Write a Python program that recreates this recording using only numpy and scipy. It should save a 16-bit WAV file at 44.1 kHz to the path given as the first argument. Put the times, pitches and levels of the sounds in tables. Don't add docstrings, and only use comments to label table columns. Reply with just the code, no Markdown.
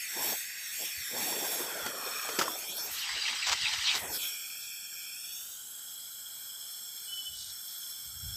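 import sys
import numpy as np
from scipy import signal
from scipy.fft import rfft, irfft, next_fast_len
from scipy.io import wavfile
from scipy.ndimage import uniform_filter1d

SR = 44100
rng = np.random.default_rng(int(sys.argv[2]) if len(sys.argv) > 2 else 0)


def store_pcm(level_fs):
    pcm = np.round(np.clip(level_fs, -1, 1) * 32767).astype(np.int16)
    wavfile.write(sys.argv[1], SR, np.atleast_2d(pcm).T)


N = 368676
FRAME, HOP = 1024, 256
TIME = np.arange(N) / SR
FRAME_S = np.arange(N // HOP + 5)[:, None] * HOP / SR
BIN_HZ = np.fft.rfftfreq(FRAME, 1 / SR)
DIP_S, LIFT_S = 3.07, 3.92

# t/s, sigma/s, level lift/dB, resonance f/Hz, resonance lift/dB
SURGES = [(3.08, 0.039, 1.5, 2230, 7.5), (3.274, 0.027, 4.5, 1960, 10.5), (3.439, 0.013, 6, 2260, 15),
          (3.546, 0.03, 1.5, 2920, 7), (3.664, 0.028, 5.5, 2300, 5.5), (3.883, .032, 11.5, 3140, 9)]
# t/s, tilt/0-1
TILT = [(4.3, 0.05), (4.7, 0.24), (5.05, 0.17), (5.6, 0.69), (6.1, .78), (7.2, 0.86), (7.8, 0.84),
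        (8.36, 0.86)]


def jet():
    # f/Hz, level/dB
    gas_colour = [(150, -24), (450, -22.5), (1000, -20), (1600, -20.5), (2500, -9.5), (3300, -7.5),
                  (5000, -7), (7000, -8.5), (8300, -0.5), (9400, -11.5), (10500, -10.5), (12500, -0.5),
                  (14500, -13), (15500, -9)]
    # f/Hz, sigma/Hz, lift/dB
    nozzle = [(1463, 278, 19.5), (2398, 194, 15), (3356, 250, 13.5), (4436, 160, 8.5), (5466, 240, 15),
              (6507, 286, 10.5), (7627, 316, 9.5), (8660, 87, 9), (10005, 140, 11), (11080, 220, 9),
              (11850, 150, 7.5), (12630, 91, 6.5), (14030, 150, -16), (14100, 550, 14)]
    # t/s, level/dB on the jet's scale, f/Hz
    rush = [(0, 1.5, 1970), (1.05, -1, 1820), (1.45, 5, 1830), (1.95, 6, 1500), (2.45, 7, 1350),
            (2.7, -12, 1490), (3.1, 8.5, 1614), (3.97, 8, 1660), (4.15, -5, 1700), (4.4, -13, 2400),
            (5.2, -7, 2520), (5.8, -30, 2000)]
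    t = FRAME_S
    moving_db, still_db = (sum(db * bell(BIN_HZ, hz, sigma * (1 - narrowing)) for hz, sigma, db in nozzle)
                           for narrowing in (0, 0.22))
    gas_db = spectrum_db(gas_colour, BIN_HZ) + moving_db + (still_db - moving_db) * screened(t)
    gas_db += brightness(t) * spectrum_db([(8500, 0), (10500, 0.86)], BIN_HZ)
    rush_db, rush_hz = follow(rush, t)
    rush_db -= 0.95 * swing_db(t)
    rush_power = gain_of(rush_db) ** 2 * band(rush_hz, octaves=0.28)
    field_db = 10 * np.log10(gain_of(gas_db) ** 2 + rush_power)
    field_db = field_db + echoes_db() + screen_db() + scatter_db(depth_db=1.7)
    hiss = turbulence(field_db, band_hz=(7000, 9000), eddy_db=1.42)
    level_db = -44 + swing_db(TIME) - 1.65 * screened(TIME)
    waver = flutter(rate_hz=9.3, depth_db=0.5) ** (1 - screened(TIME))
    return hiss * gain_of(level_db) * waver


def swing_db(t):
    # t/s, sigma/s, lift/dB
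    swings = [(0.283, .085, 7.5), (0.548, 0.066, -3), (0.818, 0.048, 4), (1.24, 0.087, 5), (1.497, 0.12, 6),
              (2.38, 0.15, 1.5), (4.206, 0.11, 3.5)]
    return sum(db * bell(t, s, sigma) for s, sigma, db in swings)


def brightness(t):
    carry_s, arrive_s, period_s = 2.505, 2.94, 0.087
    flicker = 2.8 + 3.2 * np.cos(2 * np.pi * (t - carry_s) / period_s)
    carried = during(t, carry_s, arrive_s, period_s / 2, period_s / 2)
    dipped = during(t, DIP_S, LIFT_S, fade_in_s=0.06, fade_out_s=0.04)
    dulling = -11.5 - 0.47 * surge_db(t)
    resting = -1 + 0.1 * screened(t)
    return resting + 0.6 * swing_db(t) + flicker * carried + dulling * dipped


def echoes_db():
    # t/s, untilted delay/ms
    ground_path = [(0, 1.09), (1.65, 1.09), (1.9, 1.64), (2.2, 1.71), (2.66, 1.35), (2.92, 1.03),
                   (4.02, 1.03), (4.22, 1.31), (4.5, 1.28)]
    # t/s, untilted delay/ms, facing/0-1
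    near_path = [(0, .42, .9), (.1, .52, .7), (.22, .5, .1), (.38, .49, .7), (.55, .42, .5), (.69, .53, .8),
                 (.88, .33, .6), (1.06, .57, .9), (1.3, .48, .15), (2.1, .77, .5), (2.35, .75, 0),
                 (2.55, .54, .55), (2.82, .165, 1), (2.92, .15, 0), (3.99, .1, 0), (4.05, .115, .9),
                 (4.13, .175, 1), (4.25, .34, .5), (4.45, .45, .45)]
    t = FRAME_S
    tilt, = follow(TILT, t)
    ground_ms, = follow(ground_path, t)
    near_ms, facing = follow(near_path, t)
    ground = (ground_ms - 0.39 * tilt, 0.32 - 0.16 * screened(t))
    near = (near_ms - 0.265 * tilt, 0.78 * facing)
    mirrored = gain_of(spectrum_db([(5000, 0), (8000, -5)], BIN_HZ))
    comb = 1
    for delay_ms, strength in (ground, near):
        comb = comb * (1 + strength * mirrored * np.exp(-2j * np.pi * BIN_HZ * delay_ms / 1000))
    return 20 * np.log10(abs(comb) + 1e-3)


def screened(t):
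    return np.clip((t - 4.62) / 0.42 + 1, 0, 1)


def screen_db():
    notches = [(1050, 1280, 5, 90, 110), (1900, 2700, 16, 95, 280), (2650, 3900, 17, 70, 115),
               (3620, 4700, 19, 140, 95), (4560, 5950, 8, 140, 110), (6200, 6030, 8, 90, 90)]
    tilt, = follow(TILT, FRAME_S)
    cut_db = sum(db * bell(BIN_HZ, hz + (tilted_hz - hz) * tilt, sigma + (tilted_sigma - sigma) * tilt)
                 for hz, tilted_hz, db, sigma, tilted_sigma in notches)
    return -screened(FRAME_S) * cut_db


def scatter_db(depth_db):
    ripple = rng.standard_normal((len(FRAME_S), len(BIN_HZ)))
    ripple = uniform_filter1d(uniform_filter1d(ripple, size=30, axis=0), size=15, axis=0)
    return depth_db * evened(uniform_filter1d(ripple, size=5, axis=1))


def mould_roar():
    # f/Hz, level/dB
    colour = [(200, -18), (500, -43), (850, -1.5), (1400, -14.5), (2400, 6.5), (3400, 7), (4600, 3.5),
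              (5800, 0), (7000, -7), (9000, -23), (12000, -25.5)]
    rim_s, circle_s, sag_octaves_per_s = 3.09, 0.215, 10
    t = FRAME_S
    at_rim = np.cos(2 * np.pi * (t - rim_s) / circle_s)
    field_db = spectrum_db(colour, BIN_HZ) + 4.5 * band(4550, octaves=0.09) + echoes_db()
    field_db += 6 * at_rim * band(950, octaves=0.6)
    for s, sigma, _, hz, resonance_db in SURGES:
        gliding_hz = hz * 2 ** (sag_octaves_per_s * (s - t))
        field_db += resonance_db * bell(t, s, sigma) * band(gliding_hz, octaves=0.21)
    roar = turbulence(field_db, band_hz=(1800, 5000), eddy_db=3.5)
    level_db = -35.5 + held_db(DIP_S - 0.061, LIFT_S + 0.04, rise_db_per_s=113, fall_db_per_s=248)
    return roar * gain_of(level_db + surge_db(TIME)) * flutter(rate_hz=200, depth_db=1.1)


def surge_db(t):
    return sum(db * bell(t, s, sigma) for s, sigma, db, _, _ in SURGES)


def flame_licks():
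    # t/s, hold/s, level/dB, decay/(dB/s)
    licks = [(0.165, 0.17, -42, 600), (0.807, 0.032, -51, 330), (1.138, .95, -43, 70),
             (2.25, 0.26, -47, 38), (2.702, 0.2, -53, 136), (3.156, 0.015, -56.5, 350),
             (3.266, 0.061, -58, 247), (3.496, 0.032, -50, 400), (3.72, 0.021, -62, 350),
             (3.96, 0.026, -48.5, 300), (4.026, 0.042, -44.5, 88)]
    # f/Hz, level/dB
    colour = [(40, -49), (130, -15.5), (250, -3.5), (420, 5.5), (650, 3), (950, 0.5), (1200, -12),
              (2000, -22.5), (4000, -24)]
    rise_db_per_s, sag_db_per_s = 480, 4
    each_db = [db + held_db(s, s + hold, rise_db_per_s, fall) - sag_db_per_s * np.maximum(TIME - s, 0)
               for s, hold, db, fall in licks]
    roar = turbulence(spectrum_db(colour, BIN_HZ) + echoes_db(), band_hz=(200, 700), eddy_db=4.0)
    return roar * gain_of(np.max(each_db, axis=0)) * flutter(rate_hz=52, depth_db=0.5)


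def sputters():
    # t/s, level/dB, sigma/s
    bursts = [(3.474, -30.5, 0.0059), (3.495, -29.5, 0.011), (3.528, -27.5, 0.0088), (3.74, -33.5, 0.0074),
              (3.958, -32, 0.015)]
    # f/Hz, level/dB
    colour = [(80, -19), (300, -59), (800, 2), (2500, -1.5), (5200, 1.5), (7600, -4.5), (9500, -22),
              (15000, -23)]
    return coloured(colour) * bumps(bursts) * flutter(rate_hz=230, depth_db=3.0)


def floor_knocks():
    # t/s, thud level/dB, thud f/Hz, clatter level/dB, clatter t60/s
    knocks = [(1.861, -34.5, 260, -31.5, 0.09), (2.288, -28, 1210, -31, 0.066),
              (2.3876, -19, 380, -21, 0.1), (2.4127, -16, 1330, -30.5, 0.17), (2.48, -18, 1080, -39, 0.014)]
    # f/Hz, level/dB
    clatter_colour = [(47, -39), (80, -16), (684, -6), (1110, -7.5), (1320, -6), (2180, -10.5), (3380, -9),
                      (3940, -19), (4910, -8), (7950, -17), (9270, -22.5), (15000, -23)]
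    # nominal f/Hz, relative level/dB, t60/s
    board = [(345, 2, 0.31), (514, -12, 0.11), (963, 1, 0.42), (1276, 0.5, 0.65), (1680, 0, 0.11)]
    thud_t60_s, attack_s = 0.02, 0.00072
    rattle = coloured(clatter_colour) * flutter(rate_hz=420, depth_db=1.5)
    out, t = np.zeros(N), TIME[:SR // 2]
    for s, thud_db, thud_hz, clatter_db, clatter_t60_s in knocks:
        span = slice(round(s * SR), round(s * SR) + len(t))
        thud = np.sin(2 * np.pi * thud_hz * t) * gain_of(thud_db - 60 * t / thud_t60_s)
        ring = sum(np.sin(2 * np.pi * hz * rng.uniform(0.91, 1.03) * t) * gain_of(db - 60 * t / t60_s)
                   for hz, db, t60_s in board)
        clatter = rattle[span] * gain_of(clatter_db - 60 * t / clatter_t60_s)
        out[span] += (thud + gain_of(thud_db - 30.5) * ring + clatter) * (1 - np.exp(-t / attack_s))
    return signal.sosfilt(signal.butter(2, 130, "highpass", fs=SR, output="sos"), out)


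def pot_squeal():
    # t/s, level/dB, sigma/s
    squeaks = [(7.095, -44, 0.012), (7.135, -37, 0.011), (7.192, -38.5, .021), (7.275, -38.5, 0.014),
               (7.34, -48, 0.012), (7.41, -55.5, .06)]
    top_hz, hz_per_db = 3020, 3.1
    level = bumps(squeaks)
    hz = top_hz + hz_per_db * 20 * np.log10(level / level.max() + 0.0295)
    tone = np.sqrt(2) * np.sin(2 * np.pi * np.cumsum(hz) / SR)
    return tone * level * flutter(rate_hz=43, depth_db=0.5)


def pot_scrapes():
    # t/s, level/dB, sigma/s
    scrapes = [(4.64, -52, 0.029), (7.41, -45, 0.046), (7.5, -50, 0.018), (7.73, -54, 0.047)]
    # f/Hz, level/dB
    colour = [(300, -38), (2400, -38), (3600, 6.5), (5500, 3.5), (7500, 0), (12000, -21)]
    return coloured(colour) * bumps(scrapes) * flutter(rate_hz=120, depth_db=1.0)


def yard_air():
    # t/s, level/dB, sigma/s
    buffets = [(1.0, -55.5, 0.02), (1.84, -58, .025), (2.95, -63.5, 0.056), (3.15, -53, 0.013),
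               (3.52, -56, 0.03), (3.63, -47, 0.012), (3.77, -53.5, 0.034), (4.08, -58, 0.084),
               (7.33, -62, .03), (7.46, -64, 0.07), (8.07, -67, 0.023), (8.24, -55, 0.02),
               (8.33, -47, 0.12)]
    # f/Hz, level/dB
    buffet_colour = [(20, -33), (65, 3.5), (120, -3.5), (220, -19.5), (500, -69), (2000, -70)]
    # f/Hz, level/dB
    yard_colour = [(20, -32), (70, 1.5), (200, 1.5), (400, -7), (800, 1.5), (1400, -27), (3000, -38),
                   (9000, -24.5)]
    return coloured(buffet_colour) * bumps(buffets) + gain_of(-72.5) * coloured(yard_colour)


def turbulence(field_db, band_hz, eddy_db):
    real, imag, eddies = rng.standard_normal((3, len(FRAME_S), len(BIN_HZ)))
    in_band = (BIN_HZ > band_hz[0]) & (BIN_HZ < band_hz[1])
    magnitude = gain_of(field_db)
    magnitude /= np.sqrt((magnitude[:, in_band] ** 2).sum(1, keepdims=True))
    eddies = evened(uniform_filter1d(uniform_filter1d(eddies, size=4, axis=0), size=7, axis=1))
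    frames = (real + 1j * imag) * magnitude * gain_of(eddy_db * eddies)
    return signal.istft(frames.T, nperseg=FRAME, noverlap=FRAME - HOP)[1][:N] / np.sqrt(4 / 3)


def coloured(colour):
    size = next_fast_len(N)
    gain = gain_of(spectrum_db(colour, np.fft.rfftfreq(size, 1 / SR)))
    return evened(irfft(rfft(rng.standard_normal(size)) * gain, size)[:N])


def flutter(rate_hz, depth_db):
    wobble = signal.sosfilt(signal.butter(2, rate_hz, fs=SR, output="sos"), rng.standard_normal(N))
    return evened(gain_of(depth_db * evened(wobble)))


def spectrum_db(points, hz):
    point_hz, db = np.transpose(points)
    return np.interp(np.log(hz + 1), np.log(point_hz + 1), db)


def follow(rows, t):
    s, *columns = np.transpose(rows)
    return [np.interp(t, s, column) for column in columns]


def held_db(start_s, end_s, rise_db_per_s, fall_db_per_s):
    return -rise_db_per_s * np.maximum(start_s - TIME, 0) - fall_db_per_s * np.maximum(TIME - end_s, 0)


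def during(t, start_s, end_s, fade_in_s, fade_out_s):
    return np.clip(np.minimum((t - start_s) / fade_in_s, (end_s - t) / fade_out_s) + 1, 0, 1)


def bumps(rows):
    return sum(gain_of(db) * bell(TIME, s, sigma) for s, db, sigma in rows)


def band(hz, octaves):
    return bell(np.log2((BIN_HZ + 1) / hz), 0, octaves)


def bell(x, centre, sigma):
    return np.exp(-0.5 * ((x - centre) / sigma) ** 2)


def gain_of(db):
    return 10 ** (np.asarray(db) / 20)


def evened(x):
    return x / np.sqrt(np.mean(x ** 2) + 1e-20)


def scene():
    mono = sputters() + pot_scrapes() + yard_air()
    mono += jet() + flame_licks() + mould_roar() + floor_knocks() + pot_squeal()
    return np.array([mono, mono])


def record(dry):
    lowpass = signal.firwin(1023, 15550, window=("kaiser", 9), fs=SR)
    return signal.oaconvolve(dry, lowpass[None], "same")


dry = scene()
out = record(dry)
store_pcm(out)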